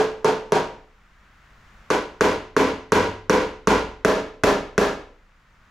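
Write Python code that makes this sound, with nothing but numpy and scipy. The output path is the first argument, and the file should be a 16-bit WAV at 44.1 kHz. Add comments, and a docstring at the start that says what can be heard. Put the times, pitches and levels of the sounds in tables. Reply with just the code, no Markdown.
"""A light body hammer taps a dent in the raised steel tailgate of a car, in a garage.
First three taps, the earliest caught in its ring; a pause; then nine that start softly, turn hard and ease off.
Each tap is a short knock of the skin under the hammer, its echo off a wall, and the ring of the whole panel,
made of clear modes, crowded modes and a slow sway. A limiter ducks the knocks and lets the ring swell back;
in the pauses a slower gain control lifts a faint hiss and rumble made of coloured noise."""
import sys
import numpy as np
from scipy import signal
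from scipy.fft import irfft
from scipy.io import wavfile
from scipy.ndimage import uniform_filter1d

SR = 44100
rng = np.random.default_rng(int(sys.argv[2]) if len(sys.argv) > 2 else 0)


def output_pcm(signal):
    """Save a mono or channel-first signal as 16-bit PCM at the path in sys.argv[1].

    Samples are clipped to [-1, 1] before scaling.
    """
    pcm = np.clip(np.atleast_2d(signal).T, -1, 1) * 32767
    wavfile.write(sys.argv[1], SR, np.round(pcm).astype(np.int16))


N = 251370

# clear modes of the tailgate:
# (frequency [Hz], t60 before hand damping [s], relative level at spot 0 [dB], at spot 1 [dB], at spot 2 [dB])
PANEL_MODES = [(55, 0.9, -34, -30, -31), (97, 0.9, -33, -31, -35), (156, 0.5, -27, -31, -36),
               (203, 0.5, -26, -24, -25), (268, 0.47, -13, -18, -20), (282, 0.47, -22, -25, -15),
               (305, 0.47, -26, -17, -24), (365, 0.47, -14, -19, -24), (407, 0.47, -21, -15, -15),
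               (436, 0.6, -10, -16, -20), (471, 0.47, -17, -23, -23), (491, 0.47, -16, -23, -21),
               (507, 0.47, -32, -16, -19), (592, 0.47, -21, -26, -18), (634, 0.47, -19, -17, -13),
               (769, 0.47, -26, -30, -20), (896, 0.47, -18, -23, -33), (922, 0.47, -37, -26, -32),
               (951, 0.47, -20, -18, -23), (996, 0.47, -24, -21, -25), (1035, 0.47, -35, -25, -29),
               (1153, 0.47, -41, -24, -31), (1328, 0.47, -27, -33, -26), (1419, 0.47, -32, -22, -32),
               (1482, 0.47, -31, -19, -36), (1588, 0.45, -34, -26, -33), (1631, 0.45, -27, -26, -31),
               (1728, 0.47, -36, -29, -23), (2238, 0.47, -37, -30, -38), (5825, 0.42, -52, -38, -42)]


def from_db(db):
    """Decibels to gain."""
    return 10 ** (np.asarray(db) / 20)


def at_hz(points, hz):
    """Read a (frequency [Hz], value) table on a log-frequency axis."""
    points = np.array(points)
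    return np.interp(np.log(np.maximum(hz, 1)), np.log(points[:, 0]), points[:, 1])


def at_spot(columns, spot):
    """Blend the three spot columns of a table linearly for a place along the dent."""
    weights = np.maximum(0, 1 - abs(np.arange(3) - np.clip(spot, 0, 2)))
    return np.array(columns) @ weights


def add(track, sound, s):
    """Mix a sound in, starting at time s and trimmed to the track."""
    start = round(s * SR)
    first, last = max(start, 0), min(start + sound.shape[-1], N)
    track[:, first:last] += sound[..., first - start:last - start]


def random_modes(size):
    """Random complex strengths of unit power for a mid and a side channel."""
    real, imaginary = rng.standard_normal((2, size)), rng.standard_normal((2, size))
    return (real + 1j * imaginary) / np.sqrt(2)


def spread(strengths, hz):
    """Mid and side strengths to left and right, with a width and a lean that vary with frequency."""
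    # stereo width: (frequency [Hz], side minus mid [dB])
    width = [(60, -67.5), (180, -30.5), (350, -18), (700, -11.5), (1400, -8.5), (2800, -6), (6000, -7.5),
             (11000, -6.5), (15000, 1)]
    # stereo lean: (frequency [Hz], left minus right [dB])
    lean = [(400, 0.37), (6000, 1), (10000, 1.5), (14000, 4)]
    mid, side = strengths
    sides = np.array([[1], [-1]])
    stereo = mid + sides * side * from_db(at_hz(width, hz))
    return stereo * from_db(sides * at_hz(lean, hz) / 2)


def tailgate(spread_s=0.0018, garage_s=0.037, garage_share=0.35, contact_s=0.00046):
    """Every tap knocks, echoes off a wall and sets the same panel ringing."""
    # hammer taps: (time [s], force [dB], spot 0-2 along the dent)
    taps = [(-.036, -13.5, 0.31), (.245, -11.5, 0.22), (0.5206, -9.5, 0.25), (1.9022, -15, 0.71),
            (2.2084, -5, 1.21), (2.565, -3.5, 0.97), (2.9202, -2, 1.1), (3.2959, -3.5, 1.09),
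            (3.672, -3.5, 0.84), (4.0477, -4, 1.75), (4.4354, -5.5, 1.87), (4.7787, -7, 1.97)]
    ring_s = 0.9
    hand_damping_db_per_s = 20.5   # the hand behind the panel shortens its clear and crowded rings
    follow_through = 0.46   # dB of extra bass per dB of force
    echo_s, echo_db = 0.034, -5   # a wall throws each knock back
    uneven_db = 11   # spread of strength among the treble modes

    t = np.arange(2 * int(ring_s * SR / 2)) / SR
    out = np.zeros((2, N))
    # the panel keeps its mode phases and crowd patterns from tap to tap
    phases = np.exp(2j * np.pi * rng.random((2, len(PANEL_MODES))))
    shapes = np.stack([uneven_modes(len(t) // 2 + 1, uneven_db) for _ in range(3)], axis=-1)

    # bending waves fill the panel at once; the walls' share arrives later
    panel_rise = 1 - np.exp(-t / spread_s)
    garage_rise = 1 - garage_share * np.exp(-(t / garage_s) ** 4)
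    envelope = panel_rise * garage_rise * from_db(-hand_damping_db_per_s * t)

    for s, force_db, spot in taps:
        force, weight_db = from_db(force_db), follow_through * force_db
        ring = (clear_ring(spot, phases, t) + crowded_ring(spot, shapes, t)) * envelope
        blow = force * weighted(knock(spot), weight_db)
        add(out, force * weighted(ring, weight_db), s)
        add(out, blow, s + contact_s)
        add(out, from_db(echo_db) * blow, s + contact_s + echo_s)
        add(out, force * sway(), s)
    return out


def knock(spot, scatter_db=2.5):
    """The skin around the contact swells and dies quickly; the low notes mostly swell slowest."""
    # skin under the hammer: (frequency [Hz], time to swell [s],
    # relative peak at spot 0 [dB], at spot 1 [dB], at spot 2 [dB])
    skin_notes = [(197.9, 0.0071, -15.5, -10, -7.5), (414.4, 0.0056, -4, -3, 0),
                  (1069, 0.0027, -19, -5.5, -18.5), (1534, 0.00068, -24.5, -3, -5.5),
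                  (2930, 0.00014, -13.5, -26.5, -13), (5765, 0.00074, -24.5, -10, -19),
                  (6140, 0.00014, -20, -9.5, -11.5), (10560, 0.00021, -24, -24, -23.5)]
    t = np.arange(SR // 10) / SR
    out = np.zeros(len(t))
    for k, (hz, swell, *levels) in enumerate(skin_notes):
        gain = from_db(at_spot(levels, spot) + scatter_db * rng.standard_normal())
        envelope = t / swell * np.exp(1 - t / swell)   # reaches 1 at t = swell
        polarity = (-1) ** k
        out += polarity * gain * envelope * np.sin(2 * np.pi * hz * t)
    return out


def clear_ring(spot, phases, t, level_db=4.5, scatter_db=3.5):
    """The tailgate's strong modes, each driven more or less according to the spot that is struck."""
    hz, t60, *levels = np.transpose(PANEL_MODES)
    scatter = scatter_db * rng.standard_normal(len(hz))
    gain = from_db(level_db + at_spot(np.transpose(levels), spot) + scatter)
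    poles = 2j * np.pi * hz - np.log(1000) / t60   # each mode turns and decays exponentially
    return np.real((gain * spread(phases, hz)) @ np.exp(poles[:, None] * t))


def crowded_ring(spot, shapes, t, level_db=0.5, change=0.055):
    """Modes too close to tell apart: alike for taps on one spot, a little changed each time, dying band by band."""
    # crowded modes of panel and garage:
    # (frequency [Hz], relative density at spot 0 [dB per Hz], at spot 1 [dB per Hz], at spot 2 [dB per Hz])
    crowd = np.array([(75.6, -54, -39.5, -37), (134, -36.5, -46.5, -40), (191, -42, -35, -35.5),
                      (314, -38, -37, -33.5), (447, -41.5, -31.5, -36.5), (487.5, -36.5, -30, -27),
                      (645, -36.5, -42, -37), (994, -41, -34.5, -38), (1435, -45, -42.5, -40),
                      (2030, -53, -44.5, -46.5), (3730, -57, -52.5, -53), (6600, -62.5, -57, -56.5),
                      (8800, -74, -68, -67), (11600, -74, -67, -66.5), (15900, -112.0, -87.5, -81.5)])
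    # their decay: (frequency [Hz], t60 before hand damping [s])
    crowd_decay = [(100, 0.62), (400, 0.53), (1200, 0.49), (3000, 0.52), (6000, 0.44), (12000, 0.32)]
    hz = np.arange(len(t) // 2 + 1) * SR / len(t)

    # blend neighbouring spots at constant power, then renew a share of the pattern
    pattern = at_spot(shapes, spot) / np.linalg.norm(at_spot(np.eye(3), spot))
    strengths = np.sqrt(1 - change) * pattern + np.sqrt(change) * random_modes(len(hz))

    levels = np.c_[crowd[:, 0], at_spot(crowd[:, 1:], spot)]
    bass_cut = hz ** 2 / (hz ** 2 + 40 ** 2)
    colour = from_db(level_db + at_hz(levels, hz)) * bass_cut
    spectrum = spread(strengths, hz) * colour * np.sqrt(SR * len(t) / 2)

    # overlapping bands that sum to one, each with its own decay
    centres, t60s = np.transpose(crowd_decay)
    bands = [at_hz(np.c_[centres, one], hz) for one in np.eye(len(centres))]
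    return sum(irfft(spectrum * band) * np.exp(-np.log(1000) * t / t60) for band, t60 in zip(bands, t60s))


def uneven_modes(size, uneven_db, ripple_db=4.0):
    """Random-phase mid and side modes; above the low mids some radiate more than the rest, in clusters."""
    hz = np.arange(size) * SR / 2 / (size - 1)
    high = hz ** 2 / (hz ** 2 + 1000 ** 2)
    cluster = uniform_filter1d(uniform_filter1d(rng.standard_normal(size), size=60), size=60)
    ripple = ripple_db * np.tanh(cluster / np.std(cluster))
    scatter = uneven_db * np.clip(rng.standard_normal(size), -2, 2)
    sizes = from_db(high * (scatter + ripple))
    local_rms = np.sqrt(uniform_filter1d(sizes ** 2, size=400))   # keeps the broad colour flat
    return np.exp(2j * np.pi * rng.random((2, size))) * sizes / local_rms


def weighted(sound, weight_db, corner_hz=440.0):
    """A hammer that follows through pushes the panel longer and draws more of its low notes."""
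    low = signal.lfilter(*signal.butter(1, corner_hz, fs=SR), sound)
    return sound + (from_db(weight_db) - 1) * low


def sway(rise_s=0.03):
    """The whole tailgate shudders slowly on its struts after a tap: one low, decaying sine."""
    hz, t60_s, level_db = 29.68, 2.12, -40.5   # level for a tap of 0 dB force
    t = np.arange(2 * SR) / SR
    envelope = from_db(level_db - 60 * t / t60_s) * (1 - np.exp(-t / rise_s))
    return envelope * np.sin(2 * np.pi * (hz * t + rng.random()))


def background(spectrum, level_db):
    """Smooth, steady stereo noise of a given colour, set to an RMS level."""
    hz = np.arange(N // 2 + 1) * SR / N
    noise = irfft(spread(random_modes(len(hz)), hz) * from_db(at_hz(spectrum, hz)), N)
    return noise / np.std(noise) * from_db(level_db)


def scene():
    """The tailgate over the garage's hiss and rumble."""
    # room hiss: (frequency [Hz], relative density [dB per Hz])
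    hiss = [(100, 1.5), (200, -1), (300, -10.5), (450, -11.5), (800, -9), (1300, -3), (1900, -6.5),
            (3000, -15.5), (4500, -22), (7000, -25.5), (9000, -39), (12000, -50), (16000, -87.5)]
    # low rumble: (frequency [Hz], relative density [dB per Hz])
    rumble = [(12, -6), (28, 1.5), (50, 2.5), (75, -7), (120, -42), (180, -25.5), (300, -47)]
    # noise levels ahead of the gain control
    return tailgate() + background(hiss, level_db=-64.5) + background(rumble, level_db=-66.5)


def duck(x, threshold_db, share, release_db_per_s, window_s):
    """Looks a little ahead, takes away a share of the level above the threshold and recovers at a steady rate."""
    size, t = int(window_s * SR), np.arange(N) / SR
    power = uniform_filter1d(np.mean(x ** 2, axis=0), size)
    level_db = 10 * np.log10(np.maximum(power, 1e-12))
    over_db = share * np.maximum(level_db - threshold_db, 0)
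    # a running maximum on a tilted axis gives a straight release in dB
    release_db = release_db_per_s * t
    duck_db = np.maximum.accumulate(over_db + release_db) - release_db
    return x * from_db(-uniform_filter1d(duck_db, size // 2))


def record(dry, make_up_db=12.0):
    """A slow gain control lets the hiss creep up in the pauses, a fast limiter holds the knocks, then the top is cut."""
    levelled = duck(dry, threshold_db=-36.0, share=0.4, release_db_per_s=8.0, window_s=0.0058)
    levelled = from_db(make_up_db) * levelled
    limited = duck(levelled, threshold_db=-12.5, share=0.97, release_db_per_s=63.5, window_s=0.00596)
    top_cut = signal.cheby2(14, 60, 16500, fs=SR, output="sos")   # 60 dB down from 16.5 kHz
    return signal.sosfilt(top_cut, np.clip(limited, -1, 1))


dry = scene()
out = record(dry)
output_pcm(out)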